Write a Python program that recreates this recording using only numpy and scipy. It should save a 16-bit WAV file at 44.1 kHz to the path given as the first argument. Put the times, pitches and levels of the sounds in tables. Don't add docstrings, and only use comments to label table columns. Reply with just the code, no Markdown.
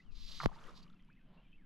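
import sys
import numpy as np
from scipy import signal
from scipy.fft import rfft, irfft
from scipy.io import wavfile
from scipy.ndimage import uniform_filter1d

SR = 44100
rng = np.random.default_rng(int(sys.argv[2]) if len(sys.argv) > 2 else 0)


def put_to_file(sound):
    columns = np.atleast_2d(sound).T
    safe = np.clip(columns, -1, 1)
    whole_steps = np.round(safe * 32767)
    wavfile.write(sys.argv[1], SR, whole_steps.astype(np.int16))


def elevation(decibels):
    levels = np.asarray(decibels, float)
    return 10 ** (levels / 20)


N = 72765
T = np.arange(N) / SR

# time in s, level in dB.
LINE_HISS_LEVEL = [(0, -78.5), (.1, -96.5), (.123, -72), (.138, -76), (.152, -67), (.25, -59), (.3, -56),
                   (.455, -52), (.468, -69.5), (.51, -91), (.555, -67), (.575, -88), (.748, -75.5),
                   (.77, -62.5), (.806, -68), (.817, -80), (.831, -65), (.87, -96)]
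# frequency in Hz, density in dB per Hz.
RING_SPECTRUM = [(1600, -18.5), (2900, -6.5), (3800, 0.5), (4700, 0.5), (5700, -9), (7700, -20),
                 (8800, -27), (13000, -26.5)]
# frequency in Hz, left minus right in dB.
RING_BALANCE = [(60, -10), (240, -16), (950, -4), (3770, -4.5), (15000, 2.5)]
RING_LIKENESS, RING_LEAD_RAD = 0.91, -0.81

# start in s, peak in dB, pitch in Hz, ring t60 in s.
SLAP_BUBBLES = [(0.4015, -25, 1257, 0.0094), (0.4035, -31, 2030, 0.0065), (0.408, -25, 1180, 0.005),
                (0.4115, -36.5, 1650, 0.0091), (0.4118, -44, 900, 0.017), (.4145, -32.5, 1150, 0.012),
                (.4205, -49, 1130, 0.011), (0.4272, -38, 1190, 0.009), (0.4328, -32, 1100, 0.016),
                (.433, -39, 696, 0.017), (.433, -32.5, 1870, 0.0043), (0.4395, -26.5, 1720, 0.0035),
                (.4395, -34, 890, 0.01), (.4425, -33, 1100, 0.012), (.454, -38.5, 1030, 0.011)]
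# start in s, peak in dB, pitch in Hz, ring t60 in s.
SPLASH_BUBBLES = [(0.485, -52, 1110, 0.018), (0.489, -47.5, 1006, 0.031), (.496, -50, 696, 0.018),
                  (0.515, -46.5, 824, 0.02), (.519, -54, 1210, 0.025), (.524, -56.5, 830, 0.041),
                  (.529, -52, 1530, 0.013), (.531, -54, 1115, 0.022), (.542, -62, 1840, 0.03),
                  (0.56, -51.5, 890, 0.05), (0.584, -70, 1150, .018), (0.603, -59, 1110, 0.032),
                  (0.648, -53, 1170, 0.02), (.664, -56.5, 1910, 0.045), (0.676, -65, 1180, 0.059),
                  (0.682, -50.5, 1255, 0.037), (0.702, -56, 1040, 0.019), (0.773, -58, 1024, 0.032),
                  (0.819, -65.5, 1160, 0.028), (0.865, -66, 1200, 0.028), (0.901, -61, 1300, 0.03),
                  (0.938, -62, 1330, 0.018), (0.997, -69.5, 1980, 0.038), (0.995, -82, 1500, 0.014),
                  (1.003, -68.5, 3130, 0.031), (1.033, -72, 3100, 0.027)]
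# start in s, peak in dB, pitch in Hz, t60 in s, glide as share of pitch.
DEEP_BUBBLE = (.682, -55, 370, .075, 1.0)
BUBBLE_GLIDE, BUBBLE_RISE_S, BUBBLE_CRACK_DB = 0.059, 0.0013, -10.5

# start in s, peak in dB, pitch in Hz, glide as share of pitch.
DROPS = [(0.588, -58, 3230, 0.21), (.64, -52.5, 3100, 0.065), (.672, -57, 11200, 0.),
         (0.686, -58.5, 3050, 0.52), (0.694, -61.5, 5270, 0.023), (.696, -59, 3340, .3),
         (0.841, -66, 2670, 0.16), (0.865, -60.5, 2180, 0.19), (0.879, -60, 2700, 0.26),
         (.8995, -58.5, 3320, .2), (.9, -58, 3830, 0), (.928, -65.5, 4200, -0.36), (.932, -69, 3680, -0.23),
         (0.943, -72, 4400, 0.41), (.946, -76, 3260, -0.05), (.971, -76, 3100, 0.51),
         (0.993, -64, 2230, 0.25), (0.996, -65.5, 2900, 0.58), (1.025, -65, 4940, 0), (1.048, -68, 4800, 0),
         (1.049, -78.5, 10500, -0.15), (1.082, -62.5, 3300, 0), (1.1295, -65, 4500, 0)]
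DROP_T60, DROP_RISE_S = 0.0094, 0.00068
TICK_T60 = 0.0018

# time in s, level in dB.
FOAM_LEVEL = [(.26, -81.5), (.3, -71), (.4, -74.5), (.44, -53), (.449, -67.5), (.475, -70), (.55, -67),
              (.68, -61.5), (.75, -69.5), (.9, -79), (1.15, -100)]
# frequency in Hz, density in dB per Hz.
FOAM_SPECTRUM = [(180, -26), (300, -2), (813, -9.5), (1220, 1.5), (1550, -13), (2000, -12), (11200, -30),
                 (14000, -44)]
BUBBLES_PER_S, BUBBLE_SPREAD_DB, FOAM_WASH_DB = 2200, 1.4, -2

# start in s, sign, peak in dB, sweep time in s, sweep in half turns,
# settling frequency in Hz, sag power, decay in s, rise in s.
CRACK_SPIKES = [
    (.45942, -1, -19.5, .0002, .72, .5, .07, .024, .0001),
    (.45955, 1, -13, .00022, .3, 135, .28, .007, .00011),
]
# time in s, per port.
CREST_TIMES = [.00005, .00022]
# port, time in s, depth in dB, width in s.
PRESSURE_DIPS = [
    (0, .45942, -19.5, .00006),
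    (0, .4572, -29, .0016),
    (0, .4625, -34, .002),
    (1, .45928, -19, .00016),
]
RIGHT_TONE_HZ, RIGHT_TONE_RISE_S, RIGHT_TONE_DB = 145, .012, -25
# time in s, length in s, level in dB, centre in Hz, width in Hz.
TIP_FIZZ = [
    (.4385, .003, -63, 11600, 1500),
    (.451, .006, -72, 11500, 800),
    (.4595, .0004, -54, 13000, 7000),
    (.4615, .0005, -63, 11500, 8000),
    (1.35, .018, -84, 3900, 1200),
]
FIZZ_LEFT_DB = 3

# start in s, length in s, start, middle and end pitch in Hz, level in dB.
WHISTLES = [(0, 0.013, 2100, 1993, 2290, -67), (0, 0.051, 2500, 2730, 3460, -81.5),
            (0.04, 0.12, 3370, 2700, 2220, -79.5), (1.084, 0.035, 796, 1467, 2680, -69.5),
            (1.101, 0.024, 1600, 2113, 2570, -73), (1.107, 0.041, 2510, 2550, 2670, -73.5),
            (1.076, .05, 2330, 2340, 2340, -82), (1.264, .09, 3080, 3045, 3070, -87.5),
            (1.458, .15, 3090, 3080, 3050, -85.5), (1.162, 0.027, 1810, 2076, 2200, -79.5),
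            (1.173, 0.034, 2194, 1890, 1470, -77), (1.204, 0.053, 1523, 1554, 1560, -86.5),
            (1.154, 0.022, 2484, 2607, 2640, -80), (1.181, 0.024, 2630, 2590, 2500, -82),
            (1.212, 0.014, 2620, 2560, 2500, -83.5), (0.956, 0.016, 2646, 2700, 2700, -78.5),
            (1.373, 0.022, 2640, 2760, 2720, -71.5), (1.4, .016, 2810, 2775, 2720, -76.5),
            (1.41, 0.042, 2954, 3060, 3000, -81.5), (1.447, 0.028, 2450, 2360, 2330, -77),
            (1.524, 0.035, 2560, 2600, 2550, -72), (1.541, 0.025, 2620, 2665, 2725, -71),
            (1.578, .03, 2266, 2180, 2000, -77), (1.596, 0.061, 2147, 1674, 1540, -80.5)]
# centre in Hz, width in Hz, level in dB.
TRILLS = [
    (3100, 480, -91.5),
    (2607, 990, -89),
]
LULL_DB, LULL_S = -9, .12
BANK_DB, BANK_T60 = -15.5, 0.07

# frequency in Hz, density in dB per Hz.
WOODS_SPECTRUM = [(80, -10.5), (230, 1), (470, -22.5), (1650, -21), (2900, -21.5), (3700, -31.5),
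                  (6500, -44), (15000, -44.5)]
WOODS_DB = -72.5
# time in s, level in dB.
HUM_LEVEL = [(0, -67), (.1, -66.5), (.4, -66.5), (.62, -65.5), (.9, -65), (1.2, -71), (1.3, -65),
             (1.45, -75.5), (1.66, -68)]
HUM_HZ, HUM_WIDTH_HZ = 164.8, 88.7
# time in s, level in dB.
WIND_LEVEL = [(0, -70), (.11, -56), (.27, -56), (.6, -60.5), (1.2, -67.5), (1.66, -60)]
WIND_HZ, WIND_LUMP_DB = 39, 0
WIND_LEFT_DB, WIND_TURN_S = 6, .65
HEAVE_HZ, HEAVE_DB = 13.2, 6
# frequency in Hz, density in dB per Hz.
STROKE_SPECTRUM = [(300, -7), (600, 2.5), (1000, -1.5), (2300, -16), (3800, -15.5), (5500, -34)]
STROKE_S, STROKE_LEN_S, STROKE_DB = 1.358, 0.094, -72

NOTCH_HZ, NOTCH_SHARE, NOTCH_DB = 8880, 0.089, -5
EDGE_HZ = 13400
# time in s, level of the side signal in dB.
STEREO_WIDTH = [(0, -3), (.2, 0), (.8, 0), (.95, -12), (1.1, -22), (1.3, -36)]


def evened(x):
    return x / np.sqrt(np.mean(x ** 2) + 1e-20)


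def read(points, hz):
    f, value = np.transpose(points)
    return np.interp(np.log(hz + 1), np.log(f + 1), value)


def curve(points, after_db=-120):
    return elevation(np.interp(T, *np.transpose(points), right=after_db))


def colour(x, points):
    hz = np.fft.rfftfreq(N, 1 / SR)
    edges = [(points[0][0] * .7, -60)] + list(points) + [(points[-1][0] * 1.1, -90)]
    return irfft(rfft(x) * elevation(read(edges, hz)), N)


def slow(hz, order=2):
    lowpass = signal.butter(order, hz, fs=SR, output="sos")
    return evened(signal.sosfilt(lowpass, rng.standard_normal(N)))


def resonate(x, hz, width):
    turn, r = np.exp(2j * np.pi * hz * T), np.exp(-np.pi * width / SR)
    return 2 * (turn * signal.lfilter([1 - r], [1, -r], x / turn)).real


def resonant_noise(hz, width, ports=()):
    noise = rng.standard_normal((*ports, N))
    return evened(resonate(resonate(noise, hz, width), hz, width))


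def add(mix, s, sound):
    part = mix[max(round(s * SR), 0):][:len(sound)]
    part += sound[:len(part)]


def pair(a, b, same):
    same = np.clip(same, 0, 1)
    return np.array([a, same * a + np.sqrt(1 - same ** 2) * b])


def line_hiss():
    slips = rng.standard_normal((2, N)) * elevation(2.0 * np.minimum(rng.exponential(1, (2, N)), 4))
    ports = [evened(colour(v, RING_SPECTRUM)) for v in slips]
    z = rfft(pair(*ports, RING_LIKENESS))
    hz = np.fft.rfftfreq(N, 1 / SR)
    lead = RING_LEAD_RAD * np.exp(-np.log((hz + 1) / 3400) ** 2 / .5)
    tilt = elevation(read(RING_BALANCE, hz) / 2) * np.exp(.5j * lead)
    return irfft(z * np.array([tilt, 1 / tilt]), N) * curve(LINE_HISS_LEVEL) * elevation(1.16 * slow(45))


def bubble(hz, t60, rise, glide=BUBBLE_GLIDE):
    t = np.arange(0, t60, 1 / SR)
    fade = np.minimum(t / rise, 1) * elevation(-60 * (t / t60) ** 1.24)
    return fade * np.sin(2 * np.pi * hz * t * (1 + glide * t / t60))


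def large_bubbles():
    out = np.zeros(N)
    i = np.arange(200)
    puff_fade = np.exp(-i / 50) * np.minimum(i / 20, 1)
    for s, db, hz, t60 in SLAP_BUBBLES + SPLASH_BUBBLES:
        puff = uniform_filter1d(uniform_filter1d(rng.standard_normal(200), size=9), size=7)
        add(out, s, elevation(db) * bubble(hz, max(t60, .004), BUBBLE_RISE_S))
        add(out, s, elevation(db + BUBBLE_CRACK_DB) * puff * puff_fade)
    s, db, hz, t60, glide = DEEP_BUBBLE
    add(out, s, elevation(db) * bubble(hz, t60, .008, glide))
    return out


def drops():
    out = np.zeros(N)
    for s, db, hz, glide in DROPS:
        tap = uniform_filter1d(rng.standard_normal(60), size=6) * np.exp(-np.arange(60) / 14)
        ring = bubble(hz, DROP_T60, DROP_RISE_S, glide) if glide else bubble(hz, TICK_T60, .0002, 0)
        add(out, s, elevation(db) * ring)
        add(out, s, elevation(db - 14) * tap)
    return out


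def foam():
    small = np.zeros((2, N))
    size = elevation(BUBBLE_SPREAD_DB * np.minimum(rng.exponential(1, N), 4))
    size = size * (rng.random(N) < BUBBLES_PER_S / SR)
    kind = rng.integers(0, 30, N)
    for k, hz in enumerate(np.geomspace(400, 6500, num=30)):
        ring = bubble(hz, 9 / hz, 1 / hz) * hz * elevation(read(FOAM_SPECTRUM, hz))
        small[k % 2] += signal.oaconvolve(size * (kind == k), ring)[:N]
    wash = [evened(colour(v, FOAM_SPECTRUM)) for v in rng.standard_normal((2, N))]
    both = evened(small + 2.0 * small[::-1]) + elevation(FOAM_WASH_DB) * pair(*wash, 0.9)
    return both * curve(FOAM_LEVEL)


def splash():
    return (large_bubbles() + drops()) * elevation([[-.5], [.5]]) + foam()


def crack():
    out = np.zeros((2, N))
    for port, spike, crest in zip(out, CRACK_SPIKES, CREST_TIMES):
        s, sign, db, width, turns, hz, sag, decay, rise = spike
        t = np.maximum(T - s, 0) ** 2 / (abs(T - s) + crest)
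        phase = np.pi * turns * np.log(1 + t / width) + 2 * np.pi * hz * t
        after = (1 + t / width) ** -sag * np.exp(-t / decay) * np.cos(phase)
        port += sign * elevation(db) * np.where(T > s, after, np.exp(-((T - s) / rise) ** 2))
    for port, s, db, width in PRESSURE_DIPS:
        out[port] -= elevation(db) * np.exp(-((T - s) / width) ** 2)
    before = np.minimum(T - PRESSURE_DIPS[-1][1], 0)
    swing = np.sin(2 * np.pi * RIGHT_TONE_HZ * before + .6 * np.tanh(before / .001))
    out[1] -= elevation(RIGHT_TONE_DB) * np.exp(before / RIGHT_TONE_RISE_S) * swing
    return out + tip_fizz()


def tip_fizz():
    out = np.zeros((2, N))
    for s, length, db, hz, width in TIP_FIZZ:
        out += elevation(db) * resonant_noise(hz, width, (2,)) * np.exp(-((T - s) / length) ** 2)
    return out * elevation([[FIZZ_LEFT_DB], [-FIZZ_LEFT_DB]])


def lull_db():
    return LULL_DB * np.exp(-(T / LULL_S) ** 2)


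def birds():
    out = np.zeros(N)
    for hz, width, db in TRILLS:
        out += elevation(db + 3.7 * slow(2.3) + 2 * lull_db()) * resonant_noise(hz, width)
    for s, length, start, middle, end, db in WHISTLES:
        u = np.arange(0, 1, 1 / (SR * length))
        hz = start * (1 - u) * (1 - 2 * u) + 4 * middle * u * (1 - u) + end * u * (2 * u - 1)
        swell = np.sin(np.pi * u ** .8) ** .7
        add(out, s, elevation(db) * np.sqrt(2) * swell * np.sin(2 * np.pi * np.cumsum(hz) / SR))
    return out * elevation(3.0 * slow(110))


def bank(x):
    t = np.arange(SR // 2) / SR
    tail = rng.standard_normal((2, len(t))) * elevation(-60 * t / BANK_T60) * (t > .02)
    return signal.fftconvolve(x[None], tail / np.linalg.norm(tail[0]), axes=1)[:, :N]


def wind():
    ports = [slow(WIND_HZ, order=4) + elevation(HEAVE_DB) * slow(HEAVE_HZ) for port in range(2)]
    lean = elevation(np.outer([1, -1], WIND_LEFT_DB * np.exp(-(T / WIND_TURN_S) ** 4)))
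    return pair(*ports, 0.14) * curve(WIND_LEVEL) * elevation(WIND_LUMP_DB * slow(7.8)) * lean


def rod_stroke():
    swell = np.exp(-((T - STROKE_S) / STROKE_LEN_S) ** 2)
    return evened(colour(rng.standard_normal(N), STROKE_SPECTRUM)) * elevation(STROKE_DB) * swell


def hull_hum():
    return resonant_noise(HUM_HZ, HUM_WIDTH_HZ) * curve(HUM_LEVEL)


def woods():
    air = [evened(colour(v, WOODS_SPECTRUM)) for v in rng.standard_normal((2, N))]
    return elevation(WOODS_DB + 0.13 * slow(7.7) + lull_db()) * pair(*air, 0.56)


def scene():
    far, water = birds(), splash()
    soft = line_hiss() + water + far + elevation(BANK_DB) * bank(far + water.mean(0))
    soft += woods() + hull_hum() + wind() + rod_stroke()
    hz = np.fft.rfftfreq(N, 1 / SR)
    dip = elevation(NOTCH_DB * np.exp(-(np.log((hz + 1) / NOTCH_HZ) / NOTCH_SHARE) ** 2))
    lowpass = signal.butter(10, EDGE_HZ, fs=SR, output="sos")
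    return signal.sosfilt(lowpass, irfft(rfft(soft) * dip, N)) + crack()


def band_limit(x):
    return signal.sosfilt(signal.butter(12, 16470, fs=SR, output="sos"), x)


def record(dry):
    mid = (dry[0] + dry[1]) / 2
    side = (dry[0] - dry[1]) / 2 * curve(STEREO_WIDTH, after_db=STEREO_WIDTH[-1][1])
    return band_limit(np.array([mid + side, mid - side]))


dry = scene()
out = record(dry)
put_to_file(out)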